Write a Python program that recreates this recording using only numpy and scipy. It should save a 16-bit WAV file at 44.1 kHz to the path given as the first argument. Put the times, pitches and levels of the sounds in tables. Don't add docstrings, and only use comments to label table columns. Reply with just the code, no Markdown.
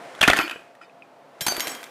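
import sys
import numpy as np
from scipy import signal
from scipy.fft import rfft, irfft, next_fast_len
from scipy.io import wavfile
from scipy.ndimage import map_coordinates

SR = 44100
rng = np.random.default_rng(int(sys.argv[2]) if len(sys.argv) > 2 else 0)


def gain_from_db(level_db):
    decades = np.asarray(level_db, float) / 20
    return 10 ** decades


def to_wav(s):
    ch = np.atleast_2d(s).T
    pcm = np.round(np.clip(ch, -1, 1) * 32767)
    wavfile.write(sys.argv[1], SR, pcm.astype(np.int16))


N = 83790


def unit(x):
    return x / np.sqrt(np.mean(x ** 2) + 1e-20)


def along(points, hz):
    f, v = np.transpose(points)
    return np.interp(np.log(hz + 1), np.log(f + 1), v)


def curve(rows):
    return np.interp(np.arange(N) / SR, *np.transpose(rows))


def filtered(x, response):
    m = next_fast_len(len(x) + 8192)
    return irfft(rfft(x, m) * response(np.fft.rfftfreq(m, 1 / SR)), m)[:len(x)]


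def coloured(spectrum, size):
    return unit(filtered(rng.standard_normal(size), lambda hz: gain_from_db(along(spectrum, hz))))


def resonance(hz, centre_hz, width_hz):
    damping = 1j * hz * width_hz
    return damping / (centre_hz ** 2 - hz ** 2 + damping)


def add(track, start_s, sound):
    part = track[round(start_s * SR):][:len(sound)]
    part += sound[:len(part)]


def ring(hz, t60_s, t, rise_s=0.000099):
    return np.sin(2 * np.pi * hz * t) * gain_from_db(-60 * t / t60_s) * (1 - np.exp(-t / rise_s))


def flutter(size):
    depth_db, rate_hz = 1.5, 59.5
    knots = rng.standard_normal(size // 100 + 4)
    return gain_from_db(depth_db * map_coordinates(knots, [np.arange(size) * rate_hz / SR]))


# start_s, level_db
DRONE_GAIN = [(0, -43.5), (.2, -47.5), (.6, -55), (.75, -54), (1.4, -51.5), (1.9, -50.5)]
# pitch_hz, density_db (per Hz)
AIR_COLOUR = [(30, -47), (90, -46.5), (114, -18), (262, -14.5), (386, -13), (673, -5), (782, -17.5),
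              (852, -12), (15000, -52)]
# pitch_hz, width_hz, level_db
DUCT_MODES = [(156, 8.8, -7.5), (265, 20.3, -7.5), (560, 16, -9), (699, 25, -2), (793, 40, -6.5)]


def drone():
    duct_db, hum_hz, hum_db = -4.5, 694, -4

    def duct_response(f):
        return sum(gain_from_db(db) * resonance(f, hz, width) for hz, width, db in DUCT_MODES)

    air = coloured(AIR_COLOUR, size=N)
    duct = gain_from_db(duct_db) * unit(filtered(rng.standard_normal(N), duct_response))
    hum = gain_from_db(hum_db) * flutter(N) * np.sin(2 * np.pi * hum_hz * np.arange(N) / SR)
    return gain_from_db(curve(DRONE_GAIN)) * (air + duct + hum)


# start_s, level_db
SLIDE_LEVEL = [(0, -47), (.2, -44), (.36, -61), (.38, -27), (.45, -53), (.6, -56), (.805, -68),
               (.82, -51.5), (.875, -67), (1.25, -74), (1.4, -56), (1.415, -38), (1.46, -47.5), (1.49, -35),
               (1.59, -36.5), (1.68, -35), (1.78, -41.5), (1.9, -51)]
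# pitch_hz, density_db (per Hz)
RUB_COLOUR = [(90, -33.5), (250, 8), (700, 8), (2000, 7), (3500, -3.5), (6000, -8), (10000, -13.5),
              (15000, -37.5)]


def scrape():
    slips_per_s, slip_spread_db, smooth_share, trim_db = 3900, 1, 0.89, -0.5
    freed_s, sing_db, sing_width_hz = 1.5, -17.5, 39
    slip_now = rng.random(N) < slips_per_s / SR
    slip_size = gain_from_db(slip_spread_db * rng.exponential(size=N))
    slips = unit(slip_now * slip_size * rng.standard_normal(N))
    rough = slips + smooth_share * rng.standard_normal(N)
    rub = unit(filtered(rough, lambda hz: gain_from_db(along(RUB_COLOUR, hz))))

    def wire_response(f):
        return sum(resonance(f, hz, sing_width_hz) for hz, _, _ in ACROSS_MODES + ALONG_MODES)

    free_slips = slips * (np.arange(N) > freed_s * SR)
    singing = gain_from_db(sing_db) * unit(filtered(free_slips, wire_response))
    return gain_from_db(curve(SLIDE_LEVEL) + trim_db) * (rub + singing)


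# pitch_hz, density_db (per Hz)
CRACK_COLOUR = [(100, -39), (400, 3), (1500, 3), (3600, -2), (5500, -7.5), (9000, -12), (14400, -19),
                (15600, -32)]


def contacts(rows, tilt_db=0, side_db=-5):
    wall_t60_s, wall_rise_s, wall_top_hz = 0.019, 0.00033, 3700
    log_scatter, bright_share = 0.352, 0.17
    crack_t60_s, crack_rise_s, snap_t60_s, snap_db = 0.026, 0.00062, 0.0052, 1
    out, t = np.zeros(N), np.arange(SR // 8) / SR
    colour = [(hz, db + tilt_db * np.log2(hz / 1000)) for hz, db in CRACK_COLOUR]
    crack_shape = gain_from_db(-60 * t / crack_t60_s) + gain_from_db(snap_db - 60 * t / snap_t60_s)
    crack_shape = crack_shape * (1 - np.exp(-t / crack_rise_s))
    for start_s, db, hz, bright_db in rows:
        near_hz = hz * np.exp(log_scatter * rng.normal(size=(16, 1)))
        near_hz = np.minimum(near_hz, wall_top_hz * rng.uniform(.7, 1, (16, 1)))
        neighbours = rng.normal(size=(16, 1)) * ring(near_hz, wall_t60_s, t, wall_rise_s)
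        crowd = neighbours.sum(axis=0) / 4
        wall = ring(hz, wall_t60_s, t, wall_rise_s) + gain_from_db(side_db + bright_share * bright_db) * crowd
        crack = coloured(colour, size=len(t)) * gain_from_db(bright_db - 8.5) * crack_shape
        add(out, start_s, gain_from_db(db) * (wall / np.hypot(1, gain_from_db(bright_db)) + crack))
    return out


# start_s, peak_db, pitch_hz (wall), brightness_db
TICKS = [
    (.15, -36, 3360, 5.5),
    (.1907, -28, 1520, -6),
    (.7512, -40.5, 1860, -1.5),
    (.8135, -36, 1310, -19),
    (.8145, -41, 2460, -13),
    (.8348, -39, 2420, -13),
    (.8967, -42.5, 2530, -17),
    (1.0222, -32, 2494, -25),
]


def hook_ticks():
    return contacts(TICKS, side_db=-14)


# start_s, peak_db, pitch_hz, push_db (air)
THUDS = [(0.21, -29, 100, 2), (0.228, -18, 820, -36), (0.28, -5, 280, -35), (0.299, -5.5, 696, -11),
         (0.333, -12.5, 830, -32), (0.39, -14, 310, -17), (0.559, -30.5, 460, -32),
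         (1.416, -26, 154, -21.5), (1.466, -23, 340, -24), (1.482, -22, 253, -23), (1.41, -36, 420, -24),
         (.2295, -16.5, 208.5, -16), (1.68, -31, 330, -40), (1.522, -34, 670, -20), (1.58, -23.5, 360, -16),
         (1.671, -30, 716, -45), (1.467, -19.5, 807, -40)]


def body_thuds():
    t60_s, push_s = 0.025, 0.0024
    out, t = np.zeros(N), np.arange(SR // 6) / SR
    push = t / push_s * np.exp(1 - t / push_s)
    for start_s, db, hz, push_db in THUDS:
        add(out, start_s, gain_from_db(db) * (ring(hz, t60_s, t) + gain_from_db(push_db) * push))
    return out


# start_s, peak_db, pitch_hz (wall), brightness_db
KNOCKS = [(.2107, -13, 1590, 4.5), (.2142, -2, 3310, -0.5), (.2150, -15.5, 1340, -1),
          (.2195, -18, 3060, -6.5), (.2250, -15, 1870, -7), (.2272, -8, 2730, -3), (.2294, -5, 2210, 2.5),
          (.2312, -7.5, 2830, -4), (.2335, -4.5, 1764, -6.5), (.2376, -1, 2508, -8.5),
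          (.2410, -9.5, 2260, -10), (.2440, -10.5, 2500, -5.5), (.2505, -13, 1580, -8),
          (.2522, -18, 2480, -8), (.2768, -1, 3230, 1), (.2790, -4, 1270, 1), (.2830, -1, 1794, -7),
          (.2865, -4, 1443, -17), (.2910, -12, 1720, -21), (.2925, -10.5, 2610, -4), (.2996, -4.5, 3460, 1),
          (.3012, -4.5, 2220, -3.5), (.3065, -15.5, 1250, -11), (.3118, -9, 2540, -9),
          (.3230, -14, 1490, -13), (.3330, -2.5, 1845, -5.5), (.3375, -17.5, 1740, -14),
          (.3635, -13, 2120, 0.5), (.3712, -14, 1660, -7), (.3745, -13.5, 1690, -3),
          (.3780, -18, 2580, 4.5), (.3855, -22, 2460, -8), (.3882, -4.5, 2540, -4.5),
          (.3972, -10, 1322, -12), (.4005, -19, 2480, -4), (.4030, -12, 1497, -10),
          (.4075, -18.5, 1220, -4), (.4115, -17.5, 2210, 1), (.4155, -22, 1510, 5), (.4220, -22, 1490, -15),
          (.4300, -21, 3060, -14), (.4590, -31, 2630, -12), (.4775, -24, 1590, -5),
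          (.4790, -21.5, 2900, -6), (.4963, -20, 2550, -1.5), (.5108, -20.5, 1530, 0.5),
          (.5145, -20, 2466, -9), (.5280, -25, 2520, -15), (.5605, -30.5, 1620, -16),
          (.5640, -35, 2500, -11.5)]


def hook_knocks():
    return contacts(KNOCKS)


# pitch_hz, level_db, t60_s
ACROSS_MODES = [(1599, -9.5, 0.13), (2374, -11, 0.16), (3193, -9, 0.52), (3973, -6.5, .3), (5498, -6, 0.37),
                (6702, -14, 0.42), (7580, -6.5, 0.23), (9120, -10, 0.2), (10630, -11, .2), (11400, -11, .1),
                (12430, -7, 0.23), (13870, -5, .15), (15430, -14, .15)]
# pitch_hz, level_db, t60_s
ALONG_MODES = [(799, -17, .2), (3192, -11, 0.13), (4597, 0, 0.72), (6270, -1, 0.21), (8330, -15, 0.093),
               (11050, -11, .15), (11495, -16, .2), (12800, -12, .3)]
# pitch_hz, level_db, t60_s
HOOKED_MODES = [(328, -10, 0.44), (1365, 3, 0.24), (1473, 0, .11), (1883, 0, 0.19), (2420, -2.5, 0.22),
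                (2570, -2.5, 0.18), (3000, -6.5, .3), (4900, -22, 0.2)]
# start_s, level_db, free_s (until muted)
ACROSS_HITS = [
    (1.41, -32, 0.015),
    (1.42, -31, 0.039),
    (1.607, -34, 0.055),
    (1.675, -36.5, 0.053),
]
# start_s, level_db, free_s
ALONG_HITS = [
    (1.471, -30, .011),
    (1.4822, -26, .041),
    (1.4822, -33, .112),
]
# start_s, level_db, free_s
HOOKED_HITS = [
    (0.335, -49, 0.086),
    (.396, -29, 0.035),
    (.512, -41.5, 0.026),
    (.815, -51.5, 0.055),
]
# start_s, pitch_hz, level_db, free_s
GLANCES = [(.386, 12900, -40, .06), (0.514, 2950, -42.5, 0.063), (.53, 7930, -63, 0.21),
           (1.569, 11495, -41, .03), (1.608, 11495, -38, 0.058), (1.608, 6570, -33, 0.024),
           (1.640, 5498, -37.5, 0.054), (1.642, 4020, -45, 0.028), (1.691, 6702, -43, 0.083),
           (1.697, 5498, -48, .04), (1.70, 7920, -40, 0.041), (1.742, 3225, -43, 0.076)]
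# start_s, pitch_hz, level_db, free_s
LONG_GLANCES = [
    (.336, 4480, -38, .13),
    (.400, 322, -31, .05),
    (.396, 1100, -31, .025),
    (.42, 2417, -32, .045),
    (1.024, 2420, -50, .012),
    (.815, 5020, -62, .04),
    (.845, 3650, -65, .045),
    (.845, 4500, -66, .015),
    (1.695, 13870, -49, .025),
    (.40, 5020, -42, .055),
]


def wire():
    mute_s, twin_db, split_hz = 0.0058, -11.5, 41.8
    glance_t60_s, long_t60_s = 0.37, 0.9
    out, t = np.zeros(N), np.arange(SR // 4) / SR
    strikes = [(ACROSS_MODES, *hit) for hit in ACROSS_HITS]
    strikes += [(ALONG_MODES, *hit) for hit in ALONG_HITS]
    strikes += [(HOOKED_MODES, *hit) for hit in HOOKED_HITS]
    strikes += [([(hz, 0, glance_t60_s)], s, db, free_s) for s, hz, db, free_s in GLANCES]
    strikes += [([(hz, 0, long_t60_s)], s, db, free_s) for s, hz, db, free_s in LONG_GLANCES]
    for modes, start_s, db, free_s in strikes:
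        tone = np.zeros(len(t))
        for hz, mode_db, t60_s in modes:
            twin = gain_from_db(twin_db) * ring(hz + split_hz * rng.normal(), t60_s, t)
            tone += gain_from_db(mode_db) * flutter(len(t)) * (ring(hz, t60_s, t) + twin)
        add(out, start_s, gain_from_db(db) * tone * np.exp(-np.maximum(t - free_s, 0) / mute_s))
    return out


# start_s, peak_db, pitch_hz (wall), brightness_db
SLAPS = [(.369, -27.5, 2500, 14.5), (1.4082, -19, 3400, 4), (1.412, -25, 1620, 10),
         (1.4165, -27.5, 3230, 12.5), (1.486, -17.5, 1500, -3), (1.4651, -10.5, 836, 3.5),
         (1.4684, -12.5, 1790, 7), (1.4814, -11.5, 793, 3.5), (1.5214, -15.5, 644, -1.5),
         (1.5653, -26.5, 3340, 11.5), (1.5963, -25, 2300, 13.5), (1.6044, -17.5, 2120, 7.5),
         (1.6394, -50, 2970, 8), (1.6706, -19, 700, 4.5), (1.6934, -35, 3144, 13), (1.7165, -24, 793, 3),
         (1.7494, -36, 3330, 12), (1.8297, -28.5, 2350, 0.5), (1.8305, -32, 1520, -6),
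         (1.679, -27.5, 950, 11.5), (1.840, -33, 2280, 8)]


def rim_slaps():
    return contacts(SLAPS, tilt_db=4)


# pitch_hz, t60_s
ROOM_DECAY = [(100, 0.28), (300, 0.53), (1000, 0.46), (2800, 0.43), (14000, 0.44)]


def room(x):
    wall_gap_s = 0.006
    out, step = np.zeros(N), SR // 25
    for start in range(0, N, step):
        hz, t, z = signal.stft(rng.standard_normal(SR // 2), SR, nperseg=256)
        fade = gain_from_db(-60 * t / along(ROOM_DECAY, hz)[:, None])
        tail = signal.istft(z * fade, SR, nperseg=256)[1]
        echoes = signal.fftconvolve(x[start:start + step], tail / np.linalg.norm(tail))
        add(out, start / SR + wall_gap_s, echoes)
    return out


def scene():
    room_db, tick_wet_db, wire_wet_db = -9.5, -9, -7
    bucket = hook_knocks() + rim_slaps() + body_thuds()
    ticks, steel = hook_ticks(), wire()
    wet = room(bucket + gain_from_db(tick_wet_db) * ticks + gain_from_db(wire_wet_db) * steel)
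    return (bucket + ticks + steel + gain_from_db(room_db) * wet + scrape() + drone())[None]


def low_pass(x):
    return signal.sosfilt(signal.butter(12, 16450, fs=SR, output="sos"), x)


def record(dry):
    low_cut_hz, top_hz, top_width_hz = 104, 15470, 300
    x = filtered(dry[0], lambda hz: 1j * hz / (low_cut_hz + 1j * hz))
    x = x / (1 + np.abs(x) ** 4) ** (1 / 4)
    mix = filtered(x, lambda hz: gain_from_db(-20 * np.maximum(hz - top_hz, 0) / top_width_hz))
    return low_pass(mix[None])


dry = scene()
out = record(dry)
to_wav(out)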